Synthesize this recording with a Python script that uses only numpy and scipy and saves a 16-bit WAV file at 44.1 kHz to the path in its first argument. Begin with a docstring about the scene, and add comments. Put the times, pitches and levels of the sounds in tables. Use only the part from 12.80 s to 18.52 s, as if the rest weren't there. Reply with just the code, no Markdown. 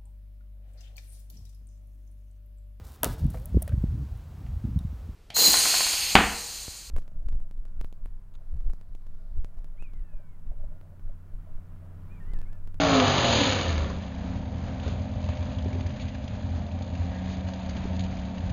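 """A V8 drag car drops from a hard rev to a loping (uneven) idle at the start line.
Each cylinder firing sends a puff of gas through its open exhaust pipes, which boom, rasp and crackle,
and unburnt fuel pops in them. A second V8 farther off holds a fast, even idle.
The stands echo both cars, and air rumbles on the microphone of a small mono camera."""
import sys
import numpy as np
from scipy import signal
from scipy.fft import rfft, irfft
from scipy.io import wavfile
from scipy.ndimage import uniform_filter1d

SR = 44100
rng = np.random.default_rng(int(sys.argv[2]) if len(sys.argv) > 2 else 0)


def persist_wave(psi):
    """Save psi, clipped to +-1, as 16-bit WAV."""
    counts = np.round(np.clip(psi, -1, 1) * 32767).astype(np.int16)
    wavfile.write(sys.argv[1], SR, np.atleast_2d(counts).T)


N = 252252
T = np.arange(N) / SR
IDLE_FIRING_HZ = 84.94  # near car; one engine cycle is two turns, or eight firings

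# Strength of each of the eight firings in dB. The side of the engine that faces away is weaker.
FIRING_DB = [3, -17, -3, 2.5, -12, 3.5, -3.5, -2.5]
# Notes of the rev. Each row: multiple of the cycle rate, peak in dB, pipe resonance in Hz, width in Hz.
REV_NOTES = [(2, -33, 130, 120), (3, -30.5, 108, 240), (6, -31.5, 228, 25), (7, -37, 255, 35),
             (9, -39, 393, 35), (10, -38, 523, 27), (3, -32.5, 77, 15), (8, -30.5, 420, 46),
             (8, -32, 282, 30), (11, -26.5, 627, 16), (11, -36, 529, 50), (12, -38, 684, 50),
             (13, -34.5, 687, 55), (13, -33.5, 557, 90), (14, -33.5, 695, 90), (14, -33, 550, 65),
             (16, -36.5, 765, 70), (16, -37, 545, 70), (17, -38, 690, 50), (18, -37.5, 880, 110),
             (19, -36, 958, 65), (19, -38, 841, 45), (20, -37.5, 1101, 50), (21, -39, 964, 80),
             (22, -35.5, 950, 55), (23, -35.5, 1185, 80), (24, -36.5, 1286, 70), (24, -41, 915, 70),
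             (14, -36.5, 790, 40), (17, -35, 840, 34), (21, -36, 1185, 47), (17, -40.5, 680, 47),
             (28, -39, 1000, 70), (29, -44, 990, 60)]
# Resonances of the near car's pipes. Each row: pitch in Hz, width in Hz, gain in dB.
BOOM_RESONANCES = [(88, 87, 18.5), (135, 90, -10.5), (216, 120, -2), (262, 16, 3)]
BARK_RESONANCES = [(283, 19, -1), (423, 36, -5.5), (526, 81, 0.5), (552, 29, 1), (677, 38, -1.5),
                   (778, 110, -5.5), (886, 140, -11), (972, 93, -1), (1090, 60, -14.5), (1150, 52, -3.5),
                   (1310, 54, -6.5)]
# Cylinders catch hard. Each row: time in seconds, relative level in dB, half length in seconds.
SURGES = [(1.678, -21.5, 0.0099), (1.79, -30, 0.015), (1.835, -24, .014), (2.073, -19.5, 0.017),
          (2.125, -19.5, 0.0077), (2.21, -21.5, 0.016), (2.37, -19, 0.0077), (2.448, -21, 0.013),
          (2.5, -18, 0.013), (2.605, -22, 0.033), (2.774, -18, 0.013), (2.834, -20, 0.0099),
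          (2.872, -18, 0.02), (2.947, -19.5, 0.021), (2.986, -21.5, 0.016), (3.065, -18.5, 0.015),
          (3.246, -21, 0.012), (3.538, -22.5, 0.013), (3.651, -22, 0.02), (3.736, -21, 0.038),
          (3.815, -24.5, 0.01), (3.953, -24, 0.041), (4.14, -24.5, 0.019), (4.221, -20.5, 0.039),
          (4.302, -22, 0.018), (4.512, -26, 0.0095), (4.665, -25.5, 0.029), (4.868, -26.5, .018),
          (5.128, -23.5, 0.024), (5.169, -22.5, 0.014), (5.212, -22, 0.021), (5.305, -27, 0.012),
          (5.606, -25, 0.036), (5.653, -27, 0.018), (5.71, -19.5, 0.0071)]
# Cylinders miss. Each row: time in seconds, half length in seconds.
LULLS = [(1.27, 0.032), (1.448, 0.017), (1.605, 0.063), (2.27, 0.015), (2.555, 0.01), (2.72, 0.021),
         (2.91, .012), (3.03, .012), (3.172, 0.031), (3.305, 0.039), (3.582, 0.025), (3.91, 0.027),
         (4.095, 0.017), (4.177, 0.014), (4.765, 0.026), (5.037, 0.044), (5.53, .04)]
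# Exhaust pops. Each row: start in seconds, spike in dB, ring in dB, ring pitch in Hz, puff in dB,
# the puff's decay in seconds.
POPS = [(0.8, -34, -23, 170, -33, .04), (2.046, -46, -36, 850, -45, .055),
        (2.078, -36, -34, 430, -43, .035), (2.489, -30, -36, 774, -37, .0041),
        (2.0635, -26, -26, 520, -40, .02), (2.859, -27, -26, 420, -42, .017),
        (2.956, -30, -26.5, 375, -42.5, .018), (5.0545, -20, -27, 400, -41, .011)]
# Sharp cracks in the pipes. Each row: start in seconds, relative level in dB, ring pitch in Hz.
CRACKS = [(1.474, -45, 2030), (1.7814, -45, 2350), (1.998, -36.5, 2870), (2.0324, -38, 2660),
          (2.0792, -35, 3400), (2.2164, -43, 1910), (2.44, -40, 2670), (2.4598, -39, 2280),
          (2.4876, -34, 3006), (2.5711, -36.5, 2210), (2.6614, -45, 1810), (2.787, -37.5, 3250),
          (2.9283, -37, 2220), (3.0066, -36.5, 2320), (3.0622, -36, 1680), (3.106, -41, 3000),
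          (3.1971, -35, 2330), (3.2824, -34.5, 2400), (3.3497, -36.5, 1701), (3.478, -35.5, 3350),
          (3.5508, -41.5, 1600), (4.0226, -38.5, 3850), (4.151, -36.5, 2600), (4.686, -36, 1752),
          (4.7351, -34, 3360), (4.8609, -39.5, 1720), (4.894, -34, 4390), (4.9066, -39.5, 2300),
          (4.9669, -33.5, 3240), (5.1643, -38, 1689), (5.1931, -33, 4050), (5.206, -33, 3460),
          (5.237, -36, 3930), (5.3692, -40, 2310), (5.3951, -39, 2380), (5.5807, -38, 2950),
          (5.695, -36.5, 1700)]
# Brief rasps. Each row: time in seconds, level in dB, centre in Hz, ratio of top edge to centre,
# half length in seconds.
RASPS = [(2.075, -48, 2380, 1.87, 0.068), (2.528, -52, 2420, 1.36, 0.03), (3.217, -45, 2870, 1.6, 0.017),
         (4.353, -51.5, 1770, 1.12, 0.059), (4.517, -49.5, 2800, 1.9, 0.041),
         (5.222, -58, 2830, 1.59, 0.027)]
# The far idle sags, then steps up. 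Each row: time in seconds, engine cycles per second.
FAR_SPEED = [(1.2, 25.8), (1.9, 25.62), (2.68, 25.25), (3.1, 25.41), (3.8, 25.62), (4.25, 25.81),
             (4.48, 26.6), (5.25, 26.61), (5.72, 26.28)]
# The far car's weaker notes. Each row: multiple of the cycle rate, level in dB at its slow idle,
# change in dB for each extra cycle per second.
FAR_NOTES = [(5.017, -46, -11), (8.23, -42.5, -3.5), (10.11, -45, -1.5), (20.26, -57.5, 1.5),
             (23.17, -56.5, -1.5), (25.2, -59, 6), (33.74, -64, 6.5)]
# How parts of the engine sound rise and fall. Each row: time in seconds, relative level in dB.
BLARE_LEVEL = [(0, -23.5), (.1, -27), (.18, -19), (.232, -23.5), (.256, -32.5), (.4, -52.5)]
BITE_LEVEL = [(0, -57), (.15, -31.5), (.35, -33.5), (.55, -26.5), (.65, -29.5), (.8, -38.5), (1.1, -67)]
IDLE_GAS_LEVEL = [(1.1, -46.5), (1.25, -51), (1.6, -57.5), (1.8, -56), (2.35, -54), (2.5, -50),
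                  (2.9, -52.5), (3.85, -55), (4.1, -54), (4.45, -50.5), (5.25, -51.5), (5.72, -52.5)]
FAR_DRONE_LEVEL = [(0.6, -47), (1.15, -36.5), (1.3, -43), (1.46, -37), (2.3, -43.5), (3.35, -52),
                   (4.25, -39), (4.47, -34), (4.95, -35.5), (5.24, -34.5), (5.72, -38)]
FAR_BARK_LEVEL = [(1.2, -52.5), (1.8, -50), (2.82, -49), (3.25, -55), (3.7, -51.5), (4.3, -48.5),
                  (5.72, -50)]
# Tone colours, from bass to treble. Each row: frequency in Hz, gain in dB.
REV_GAS_COLOUR = [(710, -46), (1200, -2.5), (1600, -7.5), (1730, -1), (2040, -7), (2260, -2), (2500, -7.5),
                  (2840, -5), (3820, -4.5), (5000, -6.5), (6500, -29), (11000, -120)]
IDLE_GAS_COLOUR = [(590, -28.5), (1000, -1), (1080, -0.5), (1440, -7.5), (1690, -1.5), (2100, -8.5),
                   (2350, -4.5), (3060, -7), (3340, -5), (5000, -9.5), (6500, -53.5), (11000, -120)]
IDLE_PIPE_COLOUR = [(25, -25), (50, -13), (70, 12.5), (85, 3.5), (110, 1.5), (160, -17.5), (260, -6),
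                    (340, -32.5), (600, -20), (1200, -50.5)]
FAR_BARK_COLOUR = [(180, -33.5), (300, -11.5), (361, -4.5), (394, -14.5), (524, 3), (591, 0.5), (627, -2),
                   (676, 1.5), (786, 3.5), (842, -10), (914, 1), (1070, -19.5), (1200, -13.5), (1560, -39),
                   (2640, -120)]
AIR_COLOUR = [(12, -6.5), (25, -8.5), (50, 4), (120, -1.5), (280, -10.5), (360, -21.5), (1000, -25.5),
              (5000, -38.5)]
CAMERA_COLOUR = [(20, -2), (4200, 0), (4900, -0.5), (5250, -4.5), (5500, -9), (5900, -35.5), (7000, -76.5)]


def near_rev():
    """The near engine coasts down, and its notes swell as they slide through the pipes' resonances."""
    top_cycle_hz, throttle_shut_s, coast_s = 57.34, 0.095, 1.095
    coasted_s = T - throttle_shut_s * (1 - np.exp(-T / throttle_shut_s))
    cycle_hz = np.maximum(top_cycle_hz * np.exp(-coasted_s / coast_s), IDLE_FIRING_HZ / 8)
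    # each side of the engine fires unevenly, which brings out every multiple of the cycle rate
    turns = rng.random(size=32)
    notes = sum(tone(k * cycle_hz, db, waver_db=2.4, waver_hz=24.8, turn=turns[round(k)])
                * undb(swell(k * cycle_hz, hz, width)) for k, db, hz, width in REV_NOTES)
    pulses = firings(cycle_hz, jitter_s=0.000092, scatter_db=5.5)
    boom = band(ring(puffs(pulses, decay_s=0.0019, steady=1.1), BOOM_RESONANCES), 55, 314)
    bark = band(ring(puffs(pulses, decay_s=0.0066, steady=0.9), BARK_RESONANCES), 380, 1600)
    # hot gas tears out of the open pipes, with a biting resonance in the treble
    gas = colour(puffs(pulses, decay_s=0.0017, steady=1.5), REV_GAS_COLOUR)
    bite = band(puffs(pulses, decay_s=0.0023, steady=2.4), 2650, 4440)
    roar = (even(boom) * fade(-31.5, hold_s=0.54, db_per_s=12.5)
            + even(bark) * fade(-32.5, hold_s=0.48, db_per_s=15.7)
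            + even(gas) * fade(-28.5, hold_s=0.68, db_per_s=42)
            + even(bite) * undb(curve(BITE_LEVEL)))
    return notes + blare(cycle_hz) + growl(cycle_hz) + roar


def blare(cycle_hz):
    """The rev's loudest note spits gas at each wave crest and collapses once the throttle is shut."""
    wave = tone(5 * cycle_hz, 0, waver_db=0.8, waver_hz=110)
    crest = np.maximum(wave, 0) ** 3
    spit = unit(crest * band(noise(), 340, 4300))
    buzz = unit(band(crest, 440, 1500))
    return (wave + undb(-21) * buzz + undb(-13.5) * spit) * undb(curve(BLARE_LEVEL))


def growl(cycle_hz):
    """Many weak engine notes slide down together."""
    notes = sum(tone(k * cycle_hz, 0, waver_db=2.5, waver_hz=9, turn=rng.random()) for k in range(6, 27))
    return notes * fade(-44, hold_s=0.55, db_per_s=22)


def near_idle():
    """Intake and exhaust valves stay open together, so the idle lopes: ragged firings between surges."""
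    firing_hz = IDLE_FIRING_HZ * (1 + 0.012 * walk(6))
    pulses = firings(firing_hz / 8, jitter_s=0.0015, scatter_db=3)
    # a surge builds faster than it dies
    surge = sum(undb(db) * bump(s, half_s * np.where(T < s, 0.89, 1.04)) for s, db, half_s in SURGES)
    lull = sum(bump(s, half_s) for s, half_s in LULLS)
    ragged = even(colour(firings(firing_hz / 8, jitter_s=0.0015, scatter_db=4), IDLE_PIPE_COLOUR))
    # in a surge the raggedness gives way to a thump: the pipe swings in step with the firings
    ragged = ragged / (1 + surge / undb(-20))
    phase = 2 * np.pi * np.cumsum(firing_hz) / SR + 0.5 * walk(22)
    thump = surge * (np.sin(phase) + undb(-18) * np.sin(2 * phase) + undb(-22) * np.sin(3 * phase))
    # in a lull the pipe's lowest resonance goes quieter
    bass = signal.sosfiltfilt(signal.butter(3, 140, fs=SR, output="sos"), ragged)
    ragged = ragged + (undb(-6.5 * lull) - 1) * bass
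    gas = colour(puffs(pulses, decay_s=0.0048, steady=1.1) * undb(2.3 * walk(35)), IDLE_GAS_COLOUR)
    rasp = undb(-1.5) * even(gas) + undb(-5) * crackle()
    return undb(-33) * ragged + undb(-2) * thump + rasp * undb(curve(IDLE_GAS_LEVEL))


def pops():
    """Unburnt fuel goes off in the pipes: a pressure spike, a hollow ring and a puff of gas."""
    out = 0
    for s, spike_db, ring_db, hz, puff_db, decay_s in POPS:
        spike = np.exp(-np.abs(T - s) / 0.0008)
        hollow = burst(s, decay_s=0.0033) * np.sin(2 * np.pi * hz * (T - s))
        puff = burst(s, decay_s) * unit(band(noise(), hz / 1.7, hz * 1.6))
        out += undb(spike_db) * spike + undb(ring_db) * hollow + undb(puff_db) * puff
    return out


def cracks():
    """Each crack is a bright spit of gas, blurred by distance, and a short tinny ring."""
    bursts = sum(undb(db) * burst(s, decay_s=0.005) for s, db, _ in CRACKS)
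    spit = uniform_filter1d(bursts, size=110) * unit(band(noise(), 1700, 5200))
    tinny = sum(undb(db) * burst(s, decay_s=0.007) * hiss(hz, ratio=1.12) for s, db, hz in CRACKS)
    return undb(-6) * spit + undb(-11) * tinny


def crackle():
    """Hundreds of small cracks of uneven strength blend into a rattle."""
    out = 0
    for hz in (1910, 2540, 3350, 4300):
        when, strength = rng.random((600, 2)).T
        hits = np.bincount((when * N).astype(int), undb(12 * strength), N)
        out += unit(band(puffs(hits, decay_s=0.005, steady=0), hz / 1.3, hz * 1.3))
    return unit(out)


def rasps():
    """Short swells of metallic rasp over the idle."""
    return sum(undb(db) * bump(s, half_s) * hiss(hz, ratio) for s, db, hz, ratio, half_s in RASPS)


def far_car():
    """A fast idle: a hum that follows the engine speed, and a rough bark from the pipes."""
    cycle_hz, slow_idle_hz = curve(FAR_SPEED), 25.68
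    drone = tone(7 * cycle_hz, curve(FAR_DRONE_LEVEL), waver_db=1.8, waver_hz=16)
    notes = sum(tone(k * cycle_hz, db + slope * (cycle_hz - slow_idle_hz), waver_db=1.5, waver_hz=8.3)
                for k, db, slope in FAR_NOTES)
    pulses = firings(cycle_hz, jitter_s=0.00014, scatter_db=4.5)
    clatter = even(band(pulses, 300, 1300))
    gas = even(band(puffs(pulses, decay_s=0.0068, steady=0.65), 290, 1300))
    bark = even(colour(clatter + 0.63 * gas, FAR_BARK_COLOUR)) * undb(curve(FAR_BARK_LEVEL))
    return drone + notes, bark


def stands_echo(x, die_away_s, gap_s):
    """The stands and walls scatter the sound back, dull and late."""
    tail = band(noise(), 300, 3500) * burst(gap_s, die_away_s / np.log(1000))
    return signal.fftconvolve(x, tail / np.sqrt(np.sum(tail ** 2)))[:N]


def air_rumble():
    """Moving air rumbles on the microphone."""
    return unit(colour(noise(), AIR_COLOUR)) * undb(-37 + 2.75 * walk(9))


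def firings(cycle_hz, jitter_s, scatter_db):
    """One pressure pulse per cylinder firing, each a little off in time and strength."""
    count = np.cumsum(8 * cycle_hz) / SR
    k = np.arange(int(count[-1]))
    late, strong = rng.standard_normal((len(k), 2)).T
    times = np.interp(k, count, T) + jitter_s * late
    sizes = undb(np.take(FIRING_DB, k, mode="wrap") + scatter_db * strong)
    return np.bincount(np.clip(times * SR, 0, N - 1).astype(int), sizes, N)


def puffs(pulses, decay_s, steady):
    """Swirling gas: a burst of noise behind each pulse, over a steady flow."""
    flow = signal.lfilter([1], [1, -np.exp(-1 / (decay_s * SR))], pulses)
    return (even(flow) + steady) * noise()


def tone(hz, level_db, waver_db, waver_hz, turn=0):
    """An engine note that wavers a little in timing and strength."""
    phase = 2 * np.pi * (turn + np.cumsum(hz) / SR) + 0.02 * waver_db * walk(waver_hz)
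    return unit(np.sin(phase) * undb(waver_db * walk(waver_hz))) * undb(level_db)


def ring(x, resonances):
    """A pipe rings at several pitches at once."""
    return sum(undb(db) * signal.lfilter(*signal.iirpeak(hz, hz / width, SR), x)
               for hz, width, db in resonances)


def swell(hz, centre_hz, width_hz):
    """Gain in dB of a note that passes through a resonance."""
    return -20 * np.log10(1 + (2 * (hz - centre_hz) / width_hz) ** 2)


def colour(x, points, size=8192):
    """Shape the bass and treble to follow a tone colour table."""
    hz, db = np.transpose(points)
    grid = np.maximum(np.fft.rfftfreq(size, 1 / SR), 1)
    cepstrum = irfft(np.log(undb(np.interp(np.log(grid), np.log(hz), db))))
    # make the filter ring only after a sound, never before it
    cepstrum[1:size // 2] *= 2
    cepstrum[size // 2 + 1:] = 0
    return signal.fftconvolve(x, irfft(np.exp(rfft(cepstrum))))[:N]


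def band(x, lo_hz, hi_hz):
    """Keep what lies between two frequencies."""
    return signal.sosfilt(signal.butter(3, [lo_hz, hi_hz], "band", fs=SR, output="sos"), x)


def noise():
    """White noise."""
    return rng.standard_normal(N)


def hiss(hz, ratio):
    """Noise around one pitch; a bigger ratio makes it wider."""
    return unit(band(noise(), hz / ratio, hz * ratio))


def walk(rate_hz):
    """A random wander, about 1 either way."""
    points = rng.standard_normal(2048)
    return 1.2 * np.interp(T * rate_hz, np.arange(len(points)), points)


def burst(start_s, decay_s):
    """A sudden start that dies away."""
    return (T >= start_s) * np.exp(-np.abs(T - start_s) / decay_s)


def bump(peak_s, half_s):
    """A smooth rise and fall."""
    return np.exp(-((T - peak_s) / half_s) ** 2)


def fade(db, hold_s, db_per_s):
    """A gain that holds, then dies away."""
    return undb(db - db_per_s * np.maximum(T - hold_s, 0))


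def curve(table):
    """Join a table's points with straight lines in time."""
    return np.interp(T, *np.transpose(table))


def even(x, size=4400):
    """Hold the level near 1 over tenths of a second; faster detail stays."""
    power = uniform_filter1d(uniform_filter1d(x ** 2, size), size // 2)
    return x / np.sqrt(np.abs(power) + 1e-18)


def unit(x):
    """Scale to an average (rms) level of 1."""
    return x / np.sqrt(np.mean(x ** 2))


def undb(db):
    """Decibels to gain."""
    return 10 ** (np.asarray(db) / 20)


def scene():
    """Both cars, their echo and the moving air, in mono."""
    settled = np.clip((T - 1.03) / 0.19, 0, 1)  # 0 during the rev, 1 at idle
    near = (1 - settled) * near_rev() + settled * near_idle() + pops() + cracks() + rasps()
    far_hum, far_bark = far_car()
    echo = undb(-15) * stands_echo(near + 2.32 * far_bark, die_away_s=0.74, gap_s=0.04)
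    return np.tile(near + far_hum + far_bark + echo + air_rumble(), (2, 1))


def record(dry):
    """The camera keeps every fourth sample and holds it, which adds a mirror image of the treble."""
    hold, top_hz = 4, 6930
    held = np.repeat(colour(dry[0], CAMERA_COLOUR)[::hold], hold)[:N]
    treble_cut = signal.ellip(14, 0.2, 80, top_hz, fs=SR, output="sos")
    return np.tile(signal.sosfilt(treble_cut, held), (2, 1))


dry = scene()
out = record(dry)
persist_wave(out)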